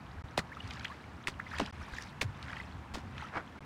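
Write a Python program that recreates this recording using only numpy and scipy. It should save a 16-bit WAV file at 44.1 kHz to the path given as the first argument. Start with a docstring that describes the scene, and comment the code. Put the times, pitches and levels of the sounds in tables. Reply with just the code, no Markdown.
"""A small child stomps five times in a shallow gutter puddle, a few metres from the microphone.
Soles crack on the water (filtered pulses), squeeze out air pockets (falling sines) and throw spray (clicks).
Water patters back as ringing droplets, noise pings and rising bubble sines; a kicked sheet slaps down.
Echoes follow the water. Wind rumbles over quiet outdoor air; the sound cuts out briefly three times."""
import sys
import numpy as np
from scipy import signal
from scipy.fft import rfft, irfft
from scipy.io import wavfile
from scipy.ndimage import uniform_filter1d

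SR = 44100
rng = np.random.default_rng(int(sys.argv[2]) if len(sys.argv) > 2 else 0)


def waveform_to_disk(signal):
    """Save audio, clipped to [-1, 1], as 16-bit WAV at the path in sys.argv[1]."""
    frames = np.transpose(np.atleast_2d(signal))
    scaled = np.clip(frames, -1, 1) * 32767
    samples = np.round(scaled).astype(np.int16)
    wavfile.write(sys.argv[1], SR, samples)


N = 160965


def amp(db):
    """Decibels to gain."""
    return 10 ** (np.asarray(db) / 20)


def unit(x):
    """Scales to rms 1."""
    return x / np.sqrt(np.mean(x ** 2) + 1e-20)


def add(mix, s, sound):
    """Mixes a sound in at time s."""
    part = mix[max(round(s * SR), 0):][:len(sound)]
    part += sound[:len(part)]


def colour(x, points, tilt_db_per_oct=0, size=4096):
    """Minimum-phase, unit-energy filter through (f/Hz, level/dB) points, tilted above 600 Hz."""
    octave = np.log2(np.fft.rfftfreq(size, 1 / SR) + 1)
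    hz, db = np.transpose(points)
    curve_db = np.interp(octave, np.log2(hz), db)
    curve_db = curve_db + tilt_db_per_oct * np.maximum(octave, np.log2(600))
    # folding the cepstrum makes the filter causal
    cepstrum = irfft(np.log(amp(curve_db)))
    cepstrum[1:size // 2] *= 2
    cepstrum[size // 2 + 1:] = 0
    taps = irfft(np.exp(rfft(cepstrum)))
    return signal.fftconvolve(x, taps / np.linalg.norm(taps))[:len(x)]


def drift(hz):
    """Slow random wander of rms 1: noise under a Gaussian low-pass."""
    lowpass = np.exp(-(np.fft.rfftfreq(N, 1 / SR) / hz) ** 2)
    return unit(irfft(rfft(rng.standard_normal(N)) * lowpass, N))


def clicks(per_s, spread_db):
    """Random impacts of uneven size and either sign, rms 1."""
    size = amp(spread_db * np.minimum(rng.exponential(1, N), 4))
    sign = rng.choice([-1, 1], N)
    return unit(size * sign * (rng.random(N) < per_s / SR))


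CLUMP_DB, CLUMP_HZ = 4.5, 200


def clumped(x):
    """Water comes in uneven spurts of a few milliseconds."""
    return unit(x * amp(CLUMP_DB * np.tanh(drift(CLUMP_HZ))))


def shower(s, rise_s, fall_s):
    """Water arrives gradually, peaks at s and thins out."""
    t = np.arange(N) / SR
    return np.exp(-(abs(t - s) / np.where(t < s, rise_s, fall_s)) ** 1.5 / 2)


# wind buffets and low thuds: t/s, level/dB, half length/s
BUFFETS = [(0.19, -45, 0.023), (0.247, -36.5, 0.0044), (0.651, -41, 0.0085), (1.587, -44.5, 0.023),
           (1.813, -45.5, 0.024), (1.936, -41.5, 0.0072), (2.26, -33.5, 0.0088), (2.296, -36, 0.008),
           (2.768, -41, 0.014)]
# wind rumble spectrum: f/Hz, level/dB
WIND_SPECTRUM = [(30, -55), (50, -11), (78, -1.5), (115, -8), (170, -11.5), (260, -15), (450, -49.5),
                 (2000, -97.5)]
# outdoor air spectrum: f/Hz, level/dB
AIR_SPECTRUM = [(40, -46.5), (130, 6), (280, 1), (400, -4), (600, -4.5), (950, -1), (1600, -6), (2500, -13),
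                (8000, -32), (16000, -44.5)]
BUFFET_HZ, BUFFET_WANDER = 84.4, 0.1886  # wander: rms share of pitch
WIND_DB, GUST_DB, GUST_HZ, AIR_DB = -52, 2.5, 2.8, -52


def wind():
    """Gusty low noise and single wavering low-pitched buffets, over steady outdoor air."""
    t = np.arange(N) / SR
    gusts = amp(WIND_DB + GUST_DB * drift(GUST_HZ))
    rumble = gusts * unit(colour(rng.standard_normal(N), WIND_SPECTRUM, size=16384))
    swell = sum(amp(db) * np.exp(-((t - s) / half_s) ** 2 / 2) for s, db, half_s in BUFFETS)
    pitch_hz = BUFFET_HZ * (1 + BUFFET_WANDER * drift(34.6))
    buffets = np.sqrt(2) * swell * np.sin(2 * np.pi * np.cumsum(pitch_hz) / SR)
    air = amp(AIR_DB) * unit(colour(rng.standard_normal(N), AIR_SPECTRUM))
    return rumble + buffets + air


DROP_SPREAD_DB, DROP_CYCLES = 3.7, 6  # spread of sizes; cycles to decay by 1/e
DROP_CLIMB = 0.0099  # share of pitch gained per cycle


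def droplets(per_s, count=48):
    """Random drops, each ringing a few cycles at its own rising pitch; rms 1."""
    out = np.zeros(N)
    for hz in np.geomspace(550, 11500, count):
        cycles = np.arange(int(5 * DROP_CYCLES * SR / hz)) * hz / SR
        shape = (1 - np.exp(-2 * cycles)) * np.exp(-cycles / DROP_CYCLES)
        ring = shape * np.sin(2 * np.pi * cycles * (1 + DROP_CLIMB * cycles / 2))
        chance = rng.random(N) * SR * count / per_s
        for at in np.flatnonzero(chance < 1):
            size = amp(DROP_SPREAD_DB * min(-np.log(chance[at]), 3))
            add(out, at / SR, size * np.sqrt(hz) * ring)  # root: even energy across pitches
    return unit(out)


SPRAY_PER_S, SPRAY_SPREAD_DB = 9000, 2.8
# thrown water coming down: densest t/s, level/dB, rise/s, fall/s, brightness/(dB per octave)
SPLATTERS = [(.725, -50, 0.079, 0.15, 0.5), (1.572, -45.5, 0.051, 0.085, 0.5),
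             (1.82, -55, 0.021, 0.096, 1.5), (1.99, -50.5, 0.043, 0.058, 3.5),
             (2.541, -49.5, 0.11, 0.084, 0), (3.22, -47, 0.039, 0.043, -1)]
# falling water spectrum: f/Hz, level/dB
PATTER_SPECTRUM = [(300, -16), (900, 1.5), (1700, 6), (2900, 1), (5200, -5.5), (8500, -16), (16000, -31)]
DROPS_PER_S, DRIPS_PER_S = 1800, 160
MIST_DB, DRIP_DB = -6, -63.5  # mist relative to the droplets


def splatter():
    """Showers of ringing drops and fine click mist, with stray drips at all times."""
    rain = droplets(DROPS_PER_S) + amp(MIST_DB) * clicks(SPRAY_PER_S, SPRAY_SPREAD_DB)
    out = np.zeros(N)
    for s, db, rise_s, fall_s, tilt in SPLATTERS:
        out += amp(db) * shower(s, rise_s, fall_s) * unit(colour(rain, PATTER_SPECTRUM, tilt))
    return out + amp(DRIP_DB) * unit(colour(droplets(DRIPS_PER_S), PATTER_SPECTRUM))


# air squeezed from under a sole: t/s, level/dB, first f/Hz, time to halve f above POCKET_LOW_HZ/s, decay/s
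POCKETS = [(0.3777, -17.5, 2000, 0.00082, 0.0051), (.382, -24, 327, 0.0093, 0.012),
           (0.3882, -26, 2113, 0.017, 0.0072), (1.2724, -6.5, 2530, 0.0045, 0.0006),
           (1.2804, -22.5, 2830, 0.0015, 0.0016), (1.6006, -21.5, 1325, 0.00543, 0.0046),
           (1.617, -25.5, 393, 0.0058, 0.012), (2.215, -13.5, 3100, 0.00287, 0.0014),
           (2.2162, -28, 1300, 0.0084, 0.0036), (2.225, -32.5, 1814, 0.00072, 0.01),
           (2.9541, -25.5, 1960, 0.0013, 0.0021), (2.973, -32.5, 375, 0.005, 0.0059)]
POCKET_RISE_S, POCKET_LOW_HZ = 0.0006, 111


def pockets():
    """A pocket of air pops, its pitch diving as the cavity opens."""
    out, t = np.zeros(N), np.arange(SR // 12) / SR
    for s, db, hz, half_s, decay_s in POCKETS:
        pitch_hz = POCKET_LOW_HZ + (hz - POCKET_LOW_HZ) / (1 + t / half_s)
        shape = (1 - np.exp(-t / POCKET_RISE_S)) * np.exp(-t / decay_s)
        add(out, s, amp(db) * shape * np.sin(2 * np.pi * np.cumsum(pitch_hz) / SR))
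    return out


# sharp smacks of a sole's edge: t/s, pulse level/dB, crackle width/s
SMACKS = [(0.3779, -15.5, 0.0012), (1.2738, -23, 0.0012), (1.5864, -23, 0.0014), (1.6003, -30, 0.0015),
          (2.2133, -26.5, .0007), (2.216, -29, .0005)]
# smack spectrum: f/Hz, level/dB
SMACK_SPECTRUM = [(200, 2.5), (2500, 16), (5000, 9.5), (12000, -8), (16000, -32)]
CRACKLE_DB = -14  # relative to the pulse, before filtering


def smacks():
    """The sole's edge meets the water: a sharp pulse inside a brief swell of crackle."""
    out, middle = np.zeros(N), SR // 60
    t = (np.arange(2 * middle) - middle) / SR
    pulse = signal.unit_impulse(2 * middle, middle)
    for s, db, width_s in SMACKS:
        crackle = amp(CRACKLE_DB) * rng.standard_normal(len(t)) * np.exp(-abs(t) / width_s)
        smack = colour(crackle - pulse, SMACK_SPECTRUM) / colour(pulse, SMACK_SPECTRUM).max()
        add(out, s - middle / SR, amp(db) * smack)
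    return out


# spray from under a sole: t/s, level/dB, hold/s, decay/s, brightness/(dB per octave)
STOMPS = [(0.3811, -32, 0.013, 0.006, 1), (1.276, -35, 0.007, 0.01, 2), (1.596, -28.5, 0.0043, 0.016, -1),
          (2.2115, -29.5, 0.0021, 0.0096, 3), (2.9379, -38.5, 0.0058, 0.026, 1.5)]
# spray spectrum: f/Hz, level/dB
SPRAY_SPECTRUM = [(100, 11), (500, 7), (1800, 2.5), (3200, -3), (5200, -7.5), (8500, -18), (12000, -30.5),
                  (16000, -35)]
SPRAY_RISE_S, BASS_LAG_S, BASS_HZ = 0.001, 0.0033, 866


def sprays():
    """Water tears into dense droplets while the sole comes down: treble first, then bass."""
    out, t = np.zeros(N), np.arange(SR // 5) / SR
    highpass = signal.butter(2, BASS_HZ, "high", fs=SR, output="sos")
    full = 1 - np.exp(-(t / BASS_LAG_S) ** 2)
    for s, db, hold_s, decay_s, tilt in STOMPS:
        shape = np.minimum(t / SPRAY_RISE_S, 1) * np.exp(-np.maximum(t - hold_s, 0) / decay_s)
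        grains = clumped(clicks(SPRAY_PER_S, SPRAY_SPREAD_DB))[:len(t)]
        spray = colour(shape * grains, SPRAY_SPECTRUM, tilt)
        spray *= np.linalg.norm(shape) / np.linalg.norm(spray)
        thin = signal.sosfilt(highpass, spray)
        add(out, s, amp(db) * (full * spray + (1 - full) * thin))
    return out


BUBBLE_RISE_S, BUBBLE_CURVE = 0.0018, 1.61
BUBBLE_FADE, BUBBLE_SWELL = 1.6, 1.53  # dies over its life, but grows louder as it climbs
BUBBLE_WOBBLE = .24  # rms: share of level, and radians of phase


def bubble(hz, double_s, life_s):
    """A ringing bubble wobbles and climbs in pitch until it bursts."""
    t = np.arange(0, 2 * life_s, 1 / SR)
    climb = 1 + (t / double_s) ** BUBBLE_CURVE
    fade = np.exp(-BUBBLE_FADE * t / life_s - (t / life_s) ** 10)
    shape = (1 - np.exp(-t / BUBBLE_RISE_S)) * climb ** BUBBLE_SWELL * fade
    noise = uniform_filter1d(rng.standard_normal((2, SR // 4)), size=70, axis=1)
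    level_wobble, phase_wobble = unit(noise)[:, :len(t)] * BUBBLE_WOBBLE
    return shape * (1 + level_wobble) * np.sin(2 * np.pi * np.cumsum(hz * climb) / SR + phase_wobble)


# bubbles nearing the surface: t/s, level/dB, f/Hz, time to double f/s, life/s
BUBBLES = [(.517, -39, 1623, 0.029, 0.019), (0.568, -31, 1265, 0.066, 0.0072),
           (.6028, -32, 2840, 0.042, 0.0071), (.848, -29, 1315, 0.0061, 0.0086),
           (0.899, -41.5, 1048, .071, 0.037), (0.9148, -38.5, 1640, 0.044, 0.013),
           (.808, -37, 1460, 0.021, 0.007), (1.396, -27, 1126, 0.0073, .0072),
           (1.465, -39, 2020, .083, 0.014), (1.5143, -32, 1490, 0.018, 0.0076),
           (1.534, -34, 1210, .019, 0.018), (1.8112, -36, 1110, 0.013, 0.0081),
           (1.879, -40.5, 1094, .06, 0.011), (1.936, -34, 1550, 0.056, 0.0077),
           (1.984, -21.5, 1820, .055, 0.0044), (2.4965, -34, 1490, 0.021, 0.012),
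           (2.5683, -29.5, 1890, .048, 0.0056), (2.5992, -30.5, 1970, 0.05, 0.0086),
           (3.224, -34, 860, 0.069, .012)]


def plinks():
    """The larger bubbles left in the puddle, each a rising ring."""
    out = np.zeros(N)
    for s, db, *ring in BUBBLES:
        add(out, s, amp(db) * bubble(*ring))
    return out


# single big drops: t/s, peak level/dB, f/Hz
DROPS = [(0.676, -42, 4900), (.708, -33, 2780), (0.735, -41, 4800), (0.7957, -37.5, 4070),
         (0.846, -32.5, 3430), (0.881, -38.5, 3050), (1.563, -40, 3260), (1.661, -32.5, 3600),
         (1.9663, -37, 2420), (1.984, -40, 4740), (2.023, -35, 5240), (2.4272, -36, 3770),
         (2.4829, -39, 2110), (2.5308, -30.5, 2000), (2.567, -32.5, 2280), (3.18, -34.5, 2500),
         (3.36, -29, 1480), (3.375, -26, 1510)]
DROP_DECAY_S, DROP_WIDTH_OCT = 0.0022, 0.25


def drops():
    """A big drop bursts around its own pitch: a short ping of band-shaped noise."""
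    out, t = np.zeros(N), np.arange(SR // 30) / SR
    skirt = ((-5, -20), (-1, -6), (0, 0), (1, -6), (4, -22), (12, -70))  # widths from f, level/dB
    for s, db, hz in DROPS:
        band = [(hz * 2 ** (k * DROP_WIDTH_OCT), level_db) for k, level_db in skirt]
        ping = colour(rng.standard_normal(len(t)) * np.exp(-t / DROP_DECAY_S), band)
        add(out, s, amp(db) * ping / abs(ping).max())
    return out


# sheet spectrum: f/Hz, level/dB
SHEET_SPECTRUM = [(100, -8), (280, 1.5), (500, -2), (1100, 0), (1500, 1), (2200, -7.5), (2900, -19),
                  (5000, -25.5), (16000, -58)]
SHEET_S, SHEET_DB, SHEET_RISE_S, SHEET_FALL_S, SHEET_PER_S = 3.37, -36.5, 0.021, 0.019, 3500


def sheet():
    """A mass of kicked water lands on the asphalt in spurts with a dull, grainy slap."""
    water = clumped(clicks(SHEET_PER_S, SPRAY_SPREAD_DB))
    return amp(SHEET_DB) * shower(SHEET_S, SHEET_RISE_S, SHEET_FALL_S) * unit(colour(water, SHEET_SPECTRUM))


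ECHO_DB, ECHO_T60_S, FENCE_S = -15.5, 0.06, .008  # FENCE_S: delay before the first echoes


def street(x):
    """Short, sparse echoes from the fence and kerb: random decaying taps."""
    t = np.arange(SR // 3) / SR
    taps = rng.standard_normal(len(t)) * (rng.random(len(t)) < 1 / 20)
    taps *= (t > FENCE_S) * np.exp(-np.log(1000) * t / ECHO_T60_S)
    return x + amp(ECHO_DB) * signal.fftconvolve(x, taps / np.linalg.norm(taps))[:N]


def scene():
    """The water sounds in the street, with the wind."""
    stomps = pockets() + smacks() + sprays()
    falling = splatter() + plinks() + drops() + sheet()
    return (wind() + street(stomps + falling))[None]


# dropouts: from t/s, to t/s
GAPS = [(.223, .239), (1.7105, 1.7255), (3.5912, 3.606)]
EDGE_HZ = 16000


def record(dry):
    """The sound drops out briefly during GAPS; then a linear-phase low-pass limits the band."""
    t = np.arange(N) / SR
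    live = uniform_filter1d(1. - sum((t > a) & (t < b) for a, b in GAPS), size=40)
    lowpass = signal.firwin(511, EDGE_HZ, window=("kaiser", 9), fs=SR)
    return signal.oaconvolve(dry * live, lowpass[None], "same")


dry = scene()
out = record(dry)
waveform_to_disk(out)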